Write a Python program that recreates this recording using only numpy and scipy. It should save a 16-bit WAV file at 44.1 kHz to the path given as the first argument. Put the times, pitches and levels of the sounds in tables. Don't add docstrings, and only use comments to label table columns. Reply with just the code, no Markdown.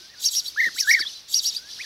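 import sys
import numpy as np
from scipy import signal
from scipy.fft import rfft, irfft
from scipy.io import wavfile
from scipy.ndimage import uniform_filter1d

SR = 44100
rng = np.random.default_rng(int(sys.argv[2]) if len(sys.argv) > 2 else 0)


def unload_wav(signal):
    wavfile.write(
        sys.argv[1],
        SR,
        np.round(np.clip(np.atleast_2d(signal).T, -1, 1) * 32767).astype(np.int16),
    )


def makeup_ratio(level_db):
    decades = np.asarray(level_db, float) / 20
    return 10 ** decades


N = 81585


def unit(x):
    return x / np.sqrt(np.mean(x ** 2))


def wobble(hz):
    k = max(int(SR / hz), 1)
    once = uniform_filter1d(rng.standard_normal(N), k)
    return unit(uniform_filter1d(once, k))


def coloured(points):
    hz, db = np.array(points).T
    f = np.maximum(np.arange(N // 2 + 1) * SR / N, 1)
    gain = makeup_ratio(np.interp(np.log(f), np.log(hz), db, right=-90))
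    return unit(irfft(rfft(rng.standard_normal(N)) * gain, N))


def sing(hz, db, orders, breath=0.33):
    phase = 2 * np.pi * np.cumsum(hz) / SR
    over = 0
    for k, overtone_db in orders:
        dull = np.where((k > 5) & (k * hz < 10500), makeup_ratio(-12), 1)
        audible = k * hz < 15600
        strength = makeup_ratio(overtone_db) * (1 + breath * wobble(820))
        over = over + strength * np.sin(k * phase) * audible * dull
    return np.sqrt(2) * makeup_ratio(db) * (np.sin(phase) + over)


def track(t, rows, smooth_s=0.0032):
    s, hz, db = np.array(rows).T
    k = int(smooth_s * SR)
    pitch = np.interp(t, s, hz)
    level = np.interp(t, s, db, -120, -120)
    return uniform_filter1d(pitch, k), uniform_filter1d(level, k)


def field_air():
    # (frequency [Hz], level [dB per Hz])
    air_spectrum = [(21, -48), (35, -4.5), (1050, -12.5), (1800, -9), (2640, -7.5), (5680, -9.5),
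                    (6970, -43), (15800, -22)]
    return makeup_ratio(-55 + .5 * wobble(5.5)) * coloured(air_spectrum)


def flock(t, count=260):
    # (time [s], level [dB])
    flock_level = [
        (0, -44.5),
        (.15, -49),
        (.7, -40.5),
        (1.1, -40),
        (1.2, -45.5),
        (1.27, -48),
        (1.62, -41),
        (1.72, -41.5),
        (1.85, -38),
    ]
    lowest_hz, span_hz, cheep_s, sweep_hz = 3300, 2990, 0.01, 881
    out = np.zeros(N + SR)
    g = np.arange(int(4 * cheep_s * SR)) / SR - 2 * cheep_s
    swell = np.exp(-(g / cheep_s) ** 2 * 2)
    for at, pitch, slope, size in rng.random((count, 4)):
        hz = lowest_hz + span_hz * pitch + sweep_hz * (2 * slope - 1) * g / cheep_s
        i = int(at * N)
        out[i:i + len(g)] += makeup_ratio(3.5 * size) * swell * np.sin(2 * np.pi * np.cumsum(hz) / SR)
    blur = coloured([(2300, -19.5), (3300, -3.0), (4200, 1.5), (5800, -0.5), (6500, -10),
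                     (7500, -16.5), (12000, -17.5), (15500, -34)])
    chatter = unit(unit(out[:N]) + makeup_ratio(4) * blur)
    level_db = np.interp(t, *np.array(flock_level).T) + 2.8 * wobble(13.4)
    return makeup_ratio(level_db) * chatter


def bee_eaters(t):
    # (time [s], pitch [Hz], level [dB])
    rolls = [
        [(.56, 1224, -44), (.566, 1456, -37.5), (.578, 1682, -23), (.6, 1902, -18), (.62, 1836, -20),
         (.678, 1864, -22), (.687, 1656, -27.5), (.696, 940, -55)],
        [(.868, 1295, -42.5), (.876, 1654, -23), (.903, 1866, -12.5), (.923, 1869, -20.5), (.955, 1910, -23),
         (.982, 1844, -28), (.993, 1600, -29.5), (1.004, 950, -59)],
    ]
    # (time [s], rise [Hz], half width [s], swell [dB])
    flips = [
        (.607, 260, .005, 2),
        (.634, 220, .004, 4),
        (.643, 250, .004, 4),
        (.659, 140, .003, 3),
        (.651, 0, .0015, -12),
        (.914, 370, .005, 6),
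        (.94, 250, .004, 9),
        (.949, 330, .0045, 10),
        (.963, 200, .004, 2),
        (.572, 0, .002, -8),
    ]
    # (multiple of pitch, level [dB])
    roll_overtones = [(2, -24), (3, -34), (6, -40), (7, -35), (8, -38)]
    # (time [s], pitch [Hz], level [dB])
    answers = [
        [(.76, 1245, -50), (.772, 1738, -36.5), (.797, 2604, -32.5), (.806, 2220, -46), (.82, 1702, -46.5),
         (.85, 1512, -39.5), (.96, 1572, -51), (.99, 1540, -48)],
        [(.995, 1580, -35), (1.013, 1753, -37), (1.018, 2315, -31), (1.026, 1820, -29.5), (1.04, 1722, -32.5),
         (1.046, 1510, -52), (1.058, 970, -56)],
        [(1.783, 1233, -52), (1.795, 1756, -38), (1.818, 2550, -26.5), (1.828, 2220, -51), (1.85, 1660, -44)],
    ]
    # (time [s], pitch [Hz], level [dB])
    far_whistles = [
        [(1.572, 1817, -59), (1.59, 1442, -56.5), (1.7, 1756, -56.5)],
        [(.09, 1780, -56), (.136, 1937, -60), (.147, 1684, -49), (.162, 1450, -60), (.215, 1524, -61)],
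        [(0, 1483, -62.5), (.075, 1590, -63)],
        [(1.05, 3170, -44), (1.063, 3364, -32.5), (1.069, 3445, -23), (1.082, 4124, -35), (1.088, 3060, -47),
         (1.1, 2950, -40)],
        [(1.15, 4010, -46), (1.165, 4050, -41), (1.19, 3950, -49)],
        [(1.7, 5750, -58), (1.715, 5260, -53), (1.74, 4570, -35)],
    ]
    flip_hz, flip_db = 0, 0
    for s, rise_hz, half_width, swell_db in flips:
        bump = np.exp(-((t - s) / half_width) ** 2)
        flip_hz = flip_hz + bump * rise_hz
        flip_db = flip_db + bump * swell_db
    out = 0
    for rows in rolls:
        hz, db = track(t, rows)
        rolled_hz = (hz + flip_hz) * (1 + 0.0082 * wobble(300))
        rolled_db = db + flip_db + 1.9 * wobble(193)
        out = out + sing(rolled_hz, rolled_db, roll_overtones, breath=0.97)
    for rows in answers + far_whistles:
        hz, db = track(t, rows)
        out = out + sing(hz * (1 + 0.00555 * wobble(286)), db + 2.5 * wobble(150), [(1.1, -22)])
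    return out


def scrub_notes(t):
    # (start [s], length [s], from [Hz], to [Hz], level [dB])
    brief_notes = [(0.179, 0.014, 4700, 4480, -44), (0.922, .035, 3750, 3705, -46),
                   (0.954, .024, 3500, 6800, -47), (1.031, .014, 3450, 3400, -35),
                   (1.396, 0.027, 3750, 3740, -39), (1.467, 0.027, 3780, 3750, -44),
                   (1.506, 0.038, 3760, 3750, -38.5), (1.524, 0.011, 4400, 4400, -35),
                   (1.548, 0.0097, 3800, 3660, -36), (1.585, .02, 4800, 4770, -38),
                   (.34, .025, 1600, 2600, -54), (.372, 0.034, 2500, 1460, -61),
                   (0.402, 0.061, 1400, 1490, -64.5), (0, 0.031, 360, 357, -59.5),
                   (0.44, 0.038, 5700, 5400, -39), (.455, 0.016, 4000, 3900, -31),
                   (0.909, 0.0184, 900, 610, -54), (1.536, 0.027, 2210, 2720, -54)]
    waver = 1 + 0.01187 * wobble(305)
    flutter_db = 2.3 * wobble(180)
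    out = 0
    for s, length, from_hz, to_hz, db in brief_notes:
        u = np.clip((t - s) / length, 0, 1)
        hz = (from_hz + (to_hz - from_hz) * u) * waver
        out = out + np.sin(np.pi * u) ** 0.73 * sing(hz, db + flutter_db, [])
    return out


def rasps(t):
    # (start [s], loudest [s], end [s])
    rasp_times = [
        (.203, .24, .3),
        (.3, .345, .415),
        (.43, .465, .51),
        (.748, .788, .85),
        (.85, .895, .96),
        (.96, 1.0, 1.04),
        (1.29, 1.335, 1.41),
        (1.41, 1.445, 1.51),
        (1.51, 1.55, 1.6),
    ]
    rasp_peaks = [-33.5, -31.5, -41.5, -35.5, -34, -48, -34.5, -34, -46]
    # (frequency [Hz], level [dB per Hz])
    hiss_spectrum = [(1470, -60), (2500, -27.5), (3910, -3.5), (5710, -1), (8790, -12.5), (12500, -9),
                     (15800, -14.5)]
    rest_hz, entry_hz, dip_hz, top_hz = 3800, 3300, 3116, 5400
    bend_hz = np.array([rest_hz, dip_hz, top_hz, top_hz, rest_hz]) - rest_hz
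    lead = np.zeros(N)
    late = np.ones(N)
    db = np.full(N, -120.)
    hz = np.full(N, 1. * rest_hz)
    for (a, b, c), peak_db in zip(rasp_times, rasp_peaks):
        corners = [a - .015, a, b, b + 0.032, c, c + 0.032]
        shape_db = peak_db + np.array([-26, -12, 0, -7, -12, -28])
        db = np.maximum(db, np.interp(t, corners, shape_db, -120, -120))
        lead = lead + np.interp(t, [a - .015, a - .008, b + 0.028, b + 0.033], [0, 1, 1, 0])
        late = late - np.interp(t, [a - .03, a - .015, a + .02], [0, .8, 0])
        hz = hz + np.interp(t, b + np.array([-.02, -.007, .018, .03, .035]), bend_hz)
        hz = hz + (entry_hz - rest_hz) * np.interp(t, [a - .02, a - .015, a + .012], [0, 1, 0])
    unsteady_hz = hz * (1 + .045 * wobble(1470) + .025 * wobble(150.5))
    voice = sing(unsteady_hz, 2 * wobble(300), [(2, 3.5), (3, -3.5), (4, -11)])
    hiss = coloured(hiss_spectrum)
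    high_pass = signal.butter(2, 8300, "high", fs=SR, output="sos")
    treble = signal.sosfiltfilt(high_pass, hiss)
    hiss_gain = makeup_ratio(2 - 0.64 * lead + 1.0 * wobble(200))
    return makeup_ratio(db) * (lead * unit(voice) + hiss_gain * (hiss - (1 - late) * treble))


def chirps(t):
    # (top time [s], top pitch [Hz], level [dB], rise [s], fall [s])
    arcs = [
        (.265, 5580, -21, 0.023, .031),
        (.38, 5430, -23.5, 0.028, 0.027),
        (.812, 5400, -25.5, .027, 0.03),
        (.925, 5350, -25, 0.034, 0.026),
        (1.363, 5700, -21, 0.024, .041),
        (1.48, 5250, -26.5, 0.035, 0.033),
        (1.0, 5300, -28.5, 0.012, 0.03),
        (0.89, 5700, -40.5, 0.029, .035),
    ]
    # (top time [s], top pitch [Hz], level [dB], rise [s], fall [s])
    upper_voices = [
        (.378, 5750, -24.5, 0.033, 0.036),
        (.815, 5960, -31.5, .028, 0.044),
        (.925, 5750, -25.5, 0.027, 0.025),
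        (1.386, 5780, -26.5, .022, 0.019),
        (1.36, 5960, -32, .026, 0.037),
        (1.48, 5695, -24.5, .027, 0.028),
    ]
    # (time [s], pitch [Hz], level [dB])
    pips = [
        [(.24, 4720, -39), (.25, 5800, -29), (.259, 6420, -22.5), (.27, 6130, -27), (.286, 5800, -26.5),
         (.3, 5640, -43)],
        [(.455, 3300, -42), (.466, 3507, -39.5), (.477, 4310, -36), (.483, 4540, -31), (.494, 4600, -46)],
        [(.994, 3500, -39), (1.003, 4430, -33.5), (1.013, 4706, -26.5), (1.024, 3600, -36), (1.028, 3400, -48)],
        [(1.548, 3500, -43), (1.56, 4220, -41), (1.569, 4720, -29.5), (1.582, 4810, -33.5), (1.587, 4680, -47)],
    ]
    # (multiple of pitch, level [dB])
    chirp_overtones = [(1.5, -26), (2, -19.5)]
    hoarse = abs(t - .812) < .022
    notes = [track(t, rows) for rows in pips]
    for voices, bend, more in ((arcs, 2.5, 1), (upper_voices, 4.5, 2.8)):
        for s, top_hz, db, rise, fall in voices:
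            u = np.minimum(np.where(t < s, (s - t) / rise, (t - s) / fall), 1.3)
            fade_db = more * np.where(t < s, 0.67, 1) * 15 * u ** bend
            fade_db = fade_db + 300 * np.maximum(u - 1, 0)
            hz = top_hz - 2010 * np.minimum(u, 1.1) ** bend
            notes.append((hz, db - fade_db))
    out = 0
    for hz, db in notes:
        sweep = np.clip(np.gradient(hz) / 2, -1, 1)
        rough = 1 + hoarse + 1.2 * np.maximum(sweep, 0)
        orders = [(k, g + 9 * np.minimum(sweep, 0)) for k, g in chirp_overtones]
        undertone_db = -24 - 30 * np.clip(1 - (hz - 5200) / 400, 0, 1)
        orders.append((.5, undertone_db))
        jittered_hz = hz * (1 + .008 * (rough + hoarse) * wobble(422))
        uneven_db = db + (1.5 + 2 * hoarse) * wobble(230)
        tone = sing(jittered_hz, uneven_db, orders)
        out = out + tone * (1 + .3 * rough * wobble(2000))
    return out


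def ground_path(x):
    # (centre [Hz], half width [Hz], gain [dB])
    interference = [(3250, 150, 4), (3950, 190, 6), (4280, 120, -6), (4600, 160, 8), (5020, 160, -6),
                    (5600, 300, 2), (6100, 140, -6), (6550, 200, 4), (7850, 250, 4), (8700, 200, -3),
                    (10250, 300, -6), (11000, 400, 3), (12400, 600, 4), (13550, 200, -10)]
    f = np.arange(N // 2 + 1) * SR / N
    gain_db = sum(db * np.exp(-((f - hz) / w) ** 2) for hz, w, db in interference)
    return irfft(rfft(x) * makeup_ratio(gain_db), N)


def wind(t):
    # (start [s], level [dB], decay [s])
    soft_puffs = [
        (.666, -42.5, .018),
        (.46, -57, .02),
        (1.64, -55, .012),
        (.745, -52, .01),
        (1.001, -42, .011),
    ]
    env = 0
    for s, db, decay in soft_puffs:
        env = env + makeup_ratio(db) * (t > s) * np.exp(-np.maximum(t - s, 0) / decay)
    return uniform_filter1d(env, 90) * coloured([(40, -12), (280, 0), (600, -10), (1200, -30)])


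def scrub_echo(birds, t):
    lag = t[:SR // 3]
    tail = rng.standard_normal(len(lag)) * makeup_ratio(-60 * lag / .22) * (lag > .006)
    tail = tail / np.sqrt(np.sum(tail ** 2))
    return makeup_ratio(-20) * signal.fftconvolve(birds, tail)[:N]


def scene():
    t = np.arange(N) / SR
    small_bird = ground_path(chirps(t) + rasps(t))
    birds = bee_eaters(t) + small_bird + scrub_notes(t)
    mono = birds + scrub_echo(birds, t) + flock(t) + wind(t) + field_air()
    return np.array([mono, mono])


def band_limit(x):
    return signal.sosfilt(signal.butter(12, 15940, fs=SR, output="sos"), x)


def record(dry):
    return band_limit(dry)


dry = scene()
out = record(dry)
unload_wav(out)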